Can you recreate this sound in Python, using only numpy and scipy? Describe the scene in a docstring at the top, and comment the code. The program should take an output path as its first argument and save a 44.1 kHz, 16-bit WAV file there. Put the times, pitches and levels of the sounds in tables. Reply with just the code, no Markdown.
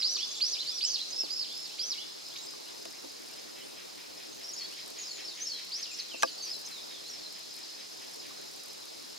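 """A grassy pond on a warm day, heard by a hand-held camera that pans to the right. From the start there are noise
of open air, a blurred chorus, a cricket's ringing wing strokes, decaying noise ticks, finger knocks that ring the
camera body, and birds whose gliding tones arch and slur. A chirping cricket and a higher trill join after 2 s.
A far frog's filtered throat pulses run from 3.2 to 8.3 s, falling bird calls from 4.5 to 6.6 s; one knock, at
6.23 s, is a sharp snap. The higher trill returns at 7.3 s."""
import sys
import numpy as np
from scipy import signal
from scipy.fft import rfft, irfft, next_fast_len
from scipy.io import wavfile
from scipy.ndimage import uniform_filter1d, map_coordinates

SR = 44100
rng = np.random.default_rng(int(sys.argv[2]) if len(sys.argv) > 2 else 0)


def wav_record(signal):
    """Record a signal, one row per channel, as 16-bit PCM in the file named by sys.argv[1]."""
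    frames = np.transpose(np.atleast_2d(signal))
    bounded = np.clip(frames, -1, 1)
    # unit amplitude maps onto the largest positive 16-bit level
    quanta = np.round(bounded * 32767).astype(np.int16)
    wavfile.write(sys.argv[1], SR, quanta)


N = 404838

# Far chorus of birds and insects. Each row: time in seconds, relative level in dB.
CHORUS_LEVEL = [(0.0, -42), (0.15, -41.5), (2.66, -46.5), (3.78, -49), (5.42, -45), (9.18, -47.5)]
# Spectrum of the chorus. Each row: frequency in Hz, relative density in dB per Hz.
CHORUS_SPECTRUM = [(1500, -38), (2500, -14), (3000, -11), (3500, -6), (4050, 2), (4450, 0.5), (5000, 0.5),
                   (5400, 2.5), (5600, -4), (7400, -7.5), (7700, -15.5), (10400, -23.5), (17600, -120)]
# Spectrum of open air and far traffic. Each row: frequency in Hz, relative density in dB per Hz.
AIR_SPECTRUM = [(25, -26), (60, -17.5), (130, -8), (300, 0), (900, -2.5), (1500, -5), (3000, -4),
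                (8000, -9), (11500, -10.5), (15800, -17.5)]
# Stereo width of the background. Each row: frequency in Hz, side over mid in dB.
WIDTH = [(60, -9), (110, 9.5), (200, 5.5), (380, 12), (700, 7), (1290, 3.5), (2380, -0.5), (4400, -6),
         (8120, -3.5), (15000, 0)]
# Scatter from bank and grass. Each row: frequency in Hz, 60 dB decay time in seconds.
REVERB_DECAY = [(2000, 1), (5000, 0.82), (9000, 0.21)]
# First echoes off water and bank. Each row: delay in seconds, gain in dB.
FIRST_ECHOES = [(.003, -14), (.008, -9), (0.014, -11)]

# Runs of strong ticks. Each row: first tick in seconds, last tick in seconds, relative level in dB.
TICK_RUNS = [(0.034, .0333, -43), (.1131, .1356, -43), (1.6751, 1.6751, -46), (2.2867, 2.2867, -44),
             (2.4618, 2.4618, -42), (2.9078, 2.9078, -44), (3.2355, 3.3628, -46), (3.9543, 4.0037, -50),
             (4.7257, 4.7257, -43), (4.8783, 4.9033, -40.5), (5.4864, 5.4864, -45), (5.6511, 5.6511, -44),
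             (5.9748, 5.9998, -45), (6.4527, 6.4527, -43), (6.542, 6.6154, -42), (6.6648, 6.7121, -42),
             (7.081, 7.0808, -42), (7.3253, 7.3253, -41), (7.392, 7.3915, -42), (7.5418, 7.5895, -42),
             (8.112, 8.1604, -45), (8.4143, 8.4143, -42), (8.517, 8.5634, -47), (8.6368, 8.6842, -41),
             (8.9994, 9.0514, -51)]
TICK_EVERY_S = .0245

# Resonances of the frog's throat. Each row: centre in Hz, width in Hz, gain in dB.
THROAT = [(1900, 350, -2), (2480, 350, 1), (3280, 470, -1)]
# Unbroken runs of croaks. Each row: first croak in seconds, last croak in seconds.
CROAK_BOUTS = [(3.175, 4.62), (4.79, 6.0), (6.48, 8.255)]
# Strength of the croaking. Each row: time in seconds, relative level in dB.
CROAK_LEVEL = [(3.17, -59.5), (3.6, -51.5), (4.35, -54), (5.3, -49), (6.0, -51), (7.0, -55.5), (8.25, -53)]
CROAK_EVERY_S = .21

# Steady crickets. Each row: start in seconds, stop in seconds, wing tone in Hz, drop of the tone in Hz,
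# strokes a second, first stroke in seconds, stroke length in seconds, relative level in dB.
TRILLS = [(0, 9.2, 5085, 400, 17.658, .047, .024, -45), (2.2, 5.3, 6165, 250, 22.5, .021, .018, -51),
          (7.3, 8.9, 6165, 250, 22.5, .021, .018, -50)]
# Chirping cricket. Each row: first stroke of the chirp in seconds, relative level in dB.
CHIRPS = [(2.064, -38), (2.266, -38), (2.471, -37), (4.779, -40), (6.823, -39), (7.307, -39), (7.51, -41),
          (7.715, -42)]

# Modes of the camera body. Each row: frequency in Hz, relative level in dB, 60 dB decay time in seconds,
# phase by which left leads right in radians.
BODY_MODES = [(285.5, -12, 0.18, -2), (338, -7.5, 0.069, -1.5), (519, -0.5, 0.061, -2.5),
              (658, 0, 0.045, -2), (893, 4.5, 0.022, -1.5), (1063, 1, 0.031, -2), (1165, -2, 0.042, -1.5),
              (1610, 4, 0.03, -1.96), (2550, -4, 0.051, -1.5), (3500, -12, .015, -3)]
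# Finger contacts. Each row: time in seconds, relative level in dB, frequency driven most in Hz,
# spread in octaves, relative level of the crack in dB.
KNOCKS = [(.165, -45, 1200, 0.28, -60), (1.234, -38.5, 330, 1.34, -55), (2.536, -46, 1190, 0.32, -60),
          (2.854, -42, 496, 1.1, -26.5), (3.041, -37, 300, 0.95, -55), (6.141, -40, 400, 1.1, -55),
          (6.2241, -41, 1200, 0.77, -15), (6.2313, -20, 1130, 1.1, -11.5), (6.243, -31, 547, 0.9, -40),
          (8.308, -45, 1190, 0.18, -60)]

# Where the birds sit as the camera turns. Each row: time in seconds, bearing from -1 (right) to 1 (left).
BEARING = [(0, -1.05), (1.6, -1.14), (2.6, -1.1), (4.4, 0.053), (9.2, 0)]
# Arched calls: leap up, climb to a crest, dive, swing into a tail. Each row: start, crest, bottom and end
# in seconds, entry, crest, bottom and end pitch in Hz, relative level at entry, crest and end in dB.
ARCHES = [(.018, .13, .178, .24, 3910, 5950, 2440, 3496, -26.5, -35, -32),
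          (.21, .31, .357, .387, 4300, 6420, 3340, 3500, -37, -48, -37),
          (.404, .512, .562, .622, 4280, 6180, 2046, 4240, -24.5, -36, -33),
          (.655, .755, .812, .815, 4030, 5760, 3000, 2900, -33, -42, -40),
          (.807, .915, .975, 1.025, 4306, 6220, 2310, 4110, -29, -39, -36),
          (1.115, 1.205, 1.285, 1.288, 4985, 5390, 2370, 2300, -39, -34, -42),
          (1.297, 1.39, 1.462, 1.53, 4750, 5330, 2130, 3560, -33, -37, -41),
          (1.535, 1.63, 1.69, 1.75, 5100, 5340, 2240, 3290, -41, -46, -46),
          (1.785, 1.88, 1.95, 2.035, 4500, 6160, 2014, 3500, -31.5, -39, -36),
          (5.712, 5.82, 5.832, 5.872, 4300, 6440, 5200, 2750, -34.5, -45, -36)]
LEAP_HZ, LEAP_S, LEAP_DB = 2150, .009, -1  # start of the leap, its duration, its level relative to entry
DIVE_BEND = 1.9  # the dive follows this power of time
DIVE_DB, TURN_DB = 5.5, -2  # dive at most this far over the crest level, low turn relative to the end level
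FULL_HZ, THIN_DB_PER_OCTAVE = 4340, 16  # the voice thins below this pitch
# Falling calls: open high, drop, bounce, settle on a step and sag. Each row: start in seconds, first pitch
# in Hz, drop in seconds, drop in Hz, dip in seconds, dip in Hz, bounce in Hz, step in seconds, step in Hz,
# end in seconds, end in Hz, relative level in dB.
FALLS = [(4.535, 6670, 4.55, 6580, 4.565, 4640, 5450, 4.6, 4430, 4.64, 4300, -38.5),
         (4.988, 6600, 5.016, 6910, 5.054, 4700, 5490, 5.084, 4570, 5.17, 3950, -39.5),
         (5.403, 5860, 5.445, 6550, 5.465, 5050, 5500, 5.5, 4510, 5.59, 3850, -35),
         (6.198, 6250, 6.222, 6330, 6.27, 4110, 4720, 6.3, 4210, 6.325, 4200, -40.5),
         (6.425, 6410, 6.475, 5470, 6.487, 4610, 5220, 6.54, 4050, 6.585, 4050, -38.5)]
OPEN_DB, STEP_DB, CLOSE_DB = -3.5, -4, -17  # relative to the level of the call
BOUNCE_AT = .55  # share of the way from dip to step
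WIGGLE_HZ, WIGGLES_PER_S = 120, 65  # depth before the glide is smoothed, and rate
# Short slurred notes. Each row: start in seconds, length in seconds, first, middle and last pitch in Hz,
# relative level in dB.
SLURS = [(0, .035, 5480, 4800, 4120, -32), (.165, .016, 6700, 6100, 5680, -43),
         (0.178, 0.042, 5680, 5600, 4700, -38.5), (0.187, 0.013, 3990, 4230, 4500, -38),
         (0.277, .04, 3470, 3450, 3420, -48), (0.357, 0.027, 7030, 7140, 6520, -42),
         (.622, .008, 4200, 3600, 3000, -41), (0.699, 0.043, 3560, 3520, 3430, -44),
         (0.827, 0.063, 2470, 3030, 3370, -46.5), (0.841, .014, 8410, 7900, 7200, -42),
         (0.855, 0.051, 7200, 6300, 4910, -35.5), (0.901, 0.09, 4750, 4440, 4150, -37.5),
         (1.082, 0.058, 5720, 6250, 5060, -43), (1.185, .04, 2690, 2690, 2690, -54),
         (1.324, 0.017, 6300, 6650, 5530, -42.5), (1.54, .03, 4600, 5200, 4300, -45),
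         (1.375, 0.063, 4590, 4480, 4430, -42), (1.47, 0.035, 3010, 3650, 4400, -48),
         (1.8, 0.045, 3280, 3310, 3330, -48.5), (1.956, .058, 3200, 4380, 5200, -49),
         (2.312, 0.037, 3150, 3480, 3670, -52), (2.36, .014, 2200, 4300, 6300, -44),
         (2.378, .078, 6500, 7100, 7560, -51), (2.365, .048, 3780, 3920, 3950, -49),
         (2.66, 0.047, 2580, 3140, 3760, -53.5), (2.926, .048, 1670, 2400, 2820, -56),
         (3.3, 0.037, 2250, 2620, 2920, -56.5), (3.608, 0.038, 2710, 3100, 3510, -56),
         (3.625, .095, 9000, 9050, 8600, -60), (3.766, .04, 3140, 3280, 3420, -55),
         (4.329, 0.04, 6470, 6540, 6570, -50), (4.431, .04, 5080, 5100, 5170, -45),
         (4.44, .018, 5500, 5540, 5650, -42), (4.485, 0.024, 5150, 5720, 4800, -40.5),
         (4.626, 0.032, 3280, 3330, 3460, -52), (4.631, 0.031, 4300, 4560, 3880, -43),
         (4.708, 0.063, 2460, 3040, 3640, -55), (4.79, .04, 3940, 4020, 4120, -48.5),
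         (5.03, .025, 4000, 4000, 4030, -48), (5.085, 0.13, 6180, 7130, 5340, -49.5),
         (5.223, .095, 3920, 4300, 4250, -50), (5.245, .05, 5320, 5300, 4400, -39.5),
         (5.296, 0.046, 4200, 3740, 3620, -49), (5.354, 0.055, 5860, 6540, 7000, -52),
         (5.525, .04, 3150, 3250, 3340, -49.5), (5.875, .05, 2850, 2750, 2470, -49),
         (5.908, .045, 6550, 7400, 5450, -48), (5.945, .012, 5600, 5420, 5300, -42),
         (5.97, .075, 5750, 6250, 6400, -50), (5.988, .021, 5520, 4450, 3900, -38),
         (6.062, .058, 4500, 3650, 3100, -52), (6.12, .035, 3050, 2800, 2540, -45),
         (6.175, 0.023, 7200, 7540, 6250, -47), (6.277, .014, 2930, 3810, 4720, -43),
         (6.317, .041, 6900, 6920, 6930, -53), (6.384, .065, 4650, 4540, 4600, -41),
         (6.45, .04, 4580, 4650, 4770, -49), (6.651, 0.025, 5250, 6440, 5080, -44),
         (6.71, .085, 4200, 3870, 3500, -46), (6.909, 0.079, 3830, 3540, 3300, -48.5),
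         (7.04, .055, 3850, 4150, 4500, -49), (7.09, 0.01, 7000, 6100, 5620, -44),
         (7.101, .05, 5600, 5500, 5150, -44), (7.19, .08, 4600, 4280, 4050, -49)]
SLUR_START_DB, SLUR_END_DB = -1.5, -1

TOP_HZ = 15800  # band limit of the camera


def amp(db):
    """Level and amplitude: decibels to gain."""
    return 10 ** (np.asarray(db) / 20)


def unit(x):
    """Normalisation: a signal scaled to rms 1."""
    return x / np.sqrt(np.mean(x ** 2) + 1e-20)


def along(points, hz):
    """Interpolation of (Hz, value) points on a logarithmic frequency axis."""
    f, v = np.transpose(points)
    return np.interp(np.log(hz + 1), np.log(f + 1), v)


def wobble(rate):
    """Random modulation: a smooth curve through normal random knots, rate knots a second."""
    knots = rng.standard_normal(int(N * rate / SR) + 4)
    return map_coordinates(knots, [np.arange(N) * rate / SR])


def run_of(first, last, every):
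    """Near-periodic repetition: evenly spaced times, about every seconds apart."""
    return np.linspace(first, last, round((last - first) / every) + 1)


def filtered(x, response):
    """Linear filtering: the spectrum of x times a response, real or complex, of frequency."""
    m = next_fast_len(N + SR // 2)
    return irfft(rfft(x, m) * response(np.fft.rfftfreq(m, 1 / SR)), m)[..., :N]


def rush(spectrum, patchy_db):
    """Diffuse stereo noise: mid and side shaped apart, with patches of random gain over time and frequency."""
    z = signal.stft(rng.standard_normal((2, N)), nperseg=512)[2]
    field = rng.standard_normal(z.shape[1:])
    patches = uniform_filter1d(uniform_filter1d(field, 5, 0), 8, 1)
    pair = signal.istft(z * amp(patchy_db * unit(patches)), nperseg=512)[1][:, :N]
    mid, side = filtered(pair, lambda hz: amp(along(spectrum, hz) + np.array([0 * hz, along(WIDTH, hz)])))
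    return np.array([mid + side, mid - side]) / np.std(mid)  # mid has rms 1


def echoed(x, wet_db):
    """Scattering: decaying noise as the answer of the banks, with its own tail in each channel."""
    hz, t, z = signal.stft(rng.standard_normal((2, SR // 2)), SR, nperseg=256)
    decay = amp(-60 * t / along(REVERB_DECAY, hz)[:, None])
    tail = signal.istft(z * decay, SR, nperseg=256)[1]
    tail = tail / np.linalg.norm(tail[0])
    return amp(wet_db) * signal.fftconvolve(x[None], tail, axes=1)[:, :N]


def background():
    """Superposition of many far sources: noise of open air and far traffic under a blurred, swelling chorus."""
    level = np.interp(np.arange(N) / SR, *np.transpose(CHORUS_LEVEL))
    chorus = rush(CHORUS_SPECTRUM, patchy_db=1.1) * amp(.4 * wobble(8))
    air = amp(-54 + 0.57 * wobble(1.95)) * rush(AIR_SPECTRUM, patchy_db=1.5)
    return air + amp(level - 2.5) * chorus


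def ticking(faint_db=-52):
    """Impulsive noise: short treble bursts decay fast; weak ones keep a steady beat under the strong runs."""
    beat = np.arange(.01, N / SR - .01, TICK_EVERY_S)
    slow_drift = 2 * wobble(4)[(beat * SR).astype(int)]
    weak_db = faint_db + 3 * rng.standard_normal(len(beat)) + slow_drift
    weak = np.transpose([beat, weak_db])
    strong = [(s, db) for first, last, db in TICK_RUNS for s in run_of(first, last, TICK_EVERY_S)]
    out, t = np.zeros((2, N + 400)), np.arange(400) / SR
    for s, db in [*strong, *weak]:
        grit = rng.standard_normal((3, len(t)))  # row 0 is common to both ports
        decay = amp(db - 1 - 60 * t / 0.012)
        out[:, round(s * SR):][:, :len(t)] += decay * (grit[0] + 0.71 * grit[1:])
    treble = [(5000, -16), (7500, 5), (10000, 5.0), (12500, 2), (16000, -13)]  # (Hz, dB)
    return filtered(out[:, :N], lambda hz: amp(along(treble, hz)))


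def throat(hz):
    """Resonance: the sum of band-pass responses of alternating sign."""
    total = 0
    for k, (centre, width, db) in enumerate(THROAT):
        band = 1j * hz * width
        total = total + (-1) ** k * amp(db) * band / (centre * centre - hz * hz + band)
    return total


def frog(pitch_hz=225, rough=0.64, length=0.031):
    """Source and filter: throat pulses blurred by noise excite resonances and swell once for each croak."""
    t = np.arange(N) / SR
    cycles = np.cumsum(pitch_hz * (1 + .04 * wobble(30))) / SR
    pulses = np.diff(np.floor(cycles), prepend=0)  # one pulse a cycle
    source = (1 - rough) * unit(pulses) + rough * rng.standard_normal(N)
    times = np.concatenate([run_of(first, last, CROAK_EVERY_S) for first, last in CROAK_BOUTS])
    swell = sum(np.exp(-((t - s) / length) ** 2) for s in times)
    level = amp(np.interp(t, *np.transpose(CROAK_LEVEL)))
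    croak = level * swell * unit(filtered(source, throat))
    return croak + echoed(croak, wet_db=-3.5)


def crickets(stroke_hz=53, count=4):
    """Stridulation: each wing stroke rings one narrow tone that sinks as the stroke ends."""
    t, song = np.arange(N) / SR, np.zeros(N)
    for start, stop, hz, drop_hz, rate, first, length, db in TRILLS:
        jittered = t + .002 * wobble(13)
        from_stroke = (jittered - first + .5 / rate) % (1 / rate) - .5 / rate  # seconds from mid-stroke
        progress = np.clip(from_stroke / length + .5, 0, 1)
        pitch = hz - drop_hz * progress ** 6 + 20 * wobble(60) + 70 * wobble(250)
        singing = np.clip(np.minimum(t - start, stop - t) / 0.17, 0, 1)
        level = singing * amp(db + .7 * wobble(1.2) + 2.3 * wobble(20)) * np.sin(np.pi * progress)
        song += level * np.sin(2 * np.pi * np.cumsum(pitch) / SR)
    for first, db in CHIRPS:
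        progress = np.clip((t - first) * stroke_hz + .5, 0, count) % 1
        pitch = 5650 - 1200 * progress
        song += amp(db) * np.sin(np.pi * progress) ** 4 * np.sin(2 * np.pi * np.cumsum(pitch) / SR)
    return 0.7 * song + echoed(song, wet_db=-8.5)


def knocks():
    """Modal excitation: a contact rings the body modes near its own pitch, out of step at the two ports."""
    out, t = np.zeros((2, N + SR)), np.arange(SR // 5) / SR
    crack_band = signal.butter(2, [1500, 7000], "band", fs=SR)
    for s, db, centre_hz, spread, crack_db in KNOCKS:
        ring = 0
        for hz, mode_db, t60, lead in BODY_MODES:
            mismatch_db = 6.7 * (np.log2(hz / centre_hz) / spread) ** 2
            level = db + 6.0 + mode_db - mismatch_db + rng.normal(0, 1.5)
            phase = 2 * np.pi * hz * t + lead * np.array([[.5], [-.5]])
            ring = ring + amp(level - 60 * t / t60) * np.sin(phase)
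        onset = 1 - np.exp(-t / 0.0017)
        grit = rng.standard_normal((3, len(t)))  # row 0 is common to both ports
        burst = amp(crack_db - 6.5 - 60 * t / 0.021) * (grit[0] + 1.1 * grit[1:])
        crack = signal.lfilter(*crack_band, burst)
        out[:, round(s * SR):][:, :len(t)] += ring * onset * amp([[.8], [-.8]]) + crack
    # a light shell carries no deep thump
    return signal.sosfilt(signal.butter(3, 200, "high", fs=SR, output="sos"), out[:, :N])


def arch(start, crest_s, bottom_s, end, entry, crest, bottom, last, db, crest_db, end_db):
    """Frequency modulation: (s, Hz, dB) along an arched call, with a voice that thins when low."""
    u = np.linspace(0, 1, num=9)[1:]
    up, climb = start + LEAP_S, crest_s - start
    s = np.r_[start, up, up + (crest_s - up) * u, crest_s + (bottom_s - crest_s) * u,
              bottom_s + (end - bottom_s) * u]
    ease = np.sin(np.pi / 2 * u)
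    hz = np.r_[LEAP_HZ, entry, entry + (crest - entry) * ease, crest - (crest - bottom) * u ** DIVE_BEND,
               bottom + (last - bottom) * ease]
    corners = [start, up, start + .35 * climb, start + .7 * climb, crest_s,
               (crest_s + bottom_s) / 2, bottom_s, end]
    corner_db = [db + LEAP_DB, db, db, crest_db, crest_db,
                 min(db, crest_db + DIVE_DB), end_db + TURN_DB, end_db]
    thinning = THIN_DB_PER_OCTAVE * np.minimum(np.log2(hz / FULL_HZ), 0)
    return s, hz, np.interp(s, corners, corner_db) + thinning


def fall(start, first, drop_s, drop, dip_s, dip, bounce, step_s, step, end, last, db):
    """Frequency modulation: (s, Hz, dB) along a falling call whose pitch wiggles until it settles."""
    turn = dip_s + (step_s - dip_s) * BOUNCE_AT
    corners = [start, drop_s, dip_s, (dip_s + turn) / 2, turn, step_s, (step_s + end) / 2, end]
    s = np.linspace(start, end, num=90)
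    hz = np.interp(s, corners, [first, drop, dip, .98 * bounce, bounce, step, (step + last) / 2, last])
    wiggle = WIGGLE_HZ * np.sin(2 * np.pi * WIGGLES_PER_S * (s - start)) * (s < step_s)
    effort = np.interp(s, corners, [OPEN_DB, OPEN_DB, -3, 0, 0, STEP_DB, STEP_DB, CLOSE_DB])
    return s, hz + wiggle, db + effort


def slur(start, length, first, middle, last, db):
    """Frequency modulation: (s, Hz, dB) along a parabola through three pitches."""
    u = np.linspace(0, 1, num=7)
    hz = np.polyval(np.polyfit([0, .5, 1], [first, middle, last], 2), u)
    return start + length * u, hz, db + np.interp(u, [0, .5, 1], [SLUR_START_DB, 0, SLUR_END_DB])


def birds(flutter_db=3.5, warble_hz=45, lag_s=.000018, pan_db=1.7, wet_db=-5.8):
    """Gliding tones: pitch integrates to phase, random flutter stands for close echoes, and banks answer."""
    out, flutter, warble = np.zeros((2, N)), wobble(220), wobble(260)
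    notes = [arch(*a) for a in ARCHES] + [fall(*f) for f in FALLS] + [slur(*g) for g in SLURS]
    for s, hz, db in notes:
        n = np.arange(max(round((s[0] - .007) * SR), 0), round((s[-1] + 0.0045) * SR))
        t = n / SR
        glide = uniform_filter1d(np.interp(t, s, hz), size=161, mode="nearest")
        pitch = glide + warble_hz * warble[n]
        fade = np.clip(np.minimum((t - s[0]) / 0.0055, (s[-1] - t) / 0.0071) + 1, 0, 1)
        level = fade * amp(np.interp(t, s, db) + flutter_db * flutter[n])
        side = np.interp(s[0], *np.transpose(BEARING)) * np.array([[1], [-1]])
        # the nearer port hears the note earlier and louder
        cycles = np.cumsum(pitch) / SR + lag_s * side * pitch
        out[:, n] += level * amp(pan_db * side) * np.sin(2 * np.pi * cycles)
    near = 0
    for delay, db in FIRST_ECHOES:
        near = near + amp(db) * np.pad(out, ((0, 0), (round(delay * SR), 0)))[:, :N]
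    return out + near + echoed(out.mean(0), wet_db)


def scene():
    """Superposition of everything that reaches the two ports."""
    return background() + ticking() + frog() + crickets() + knocks() + birds()


def record(dry):
    """Band limiting: the camera keeps nothing at or above its limit."""
    return filtered(dry, lambda hz: hz < TOP_HZ)


dry = scene()
out = record(dry)
wav_record(out)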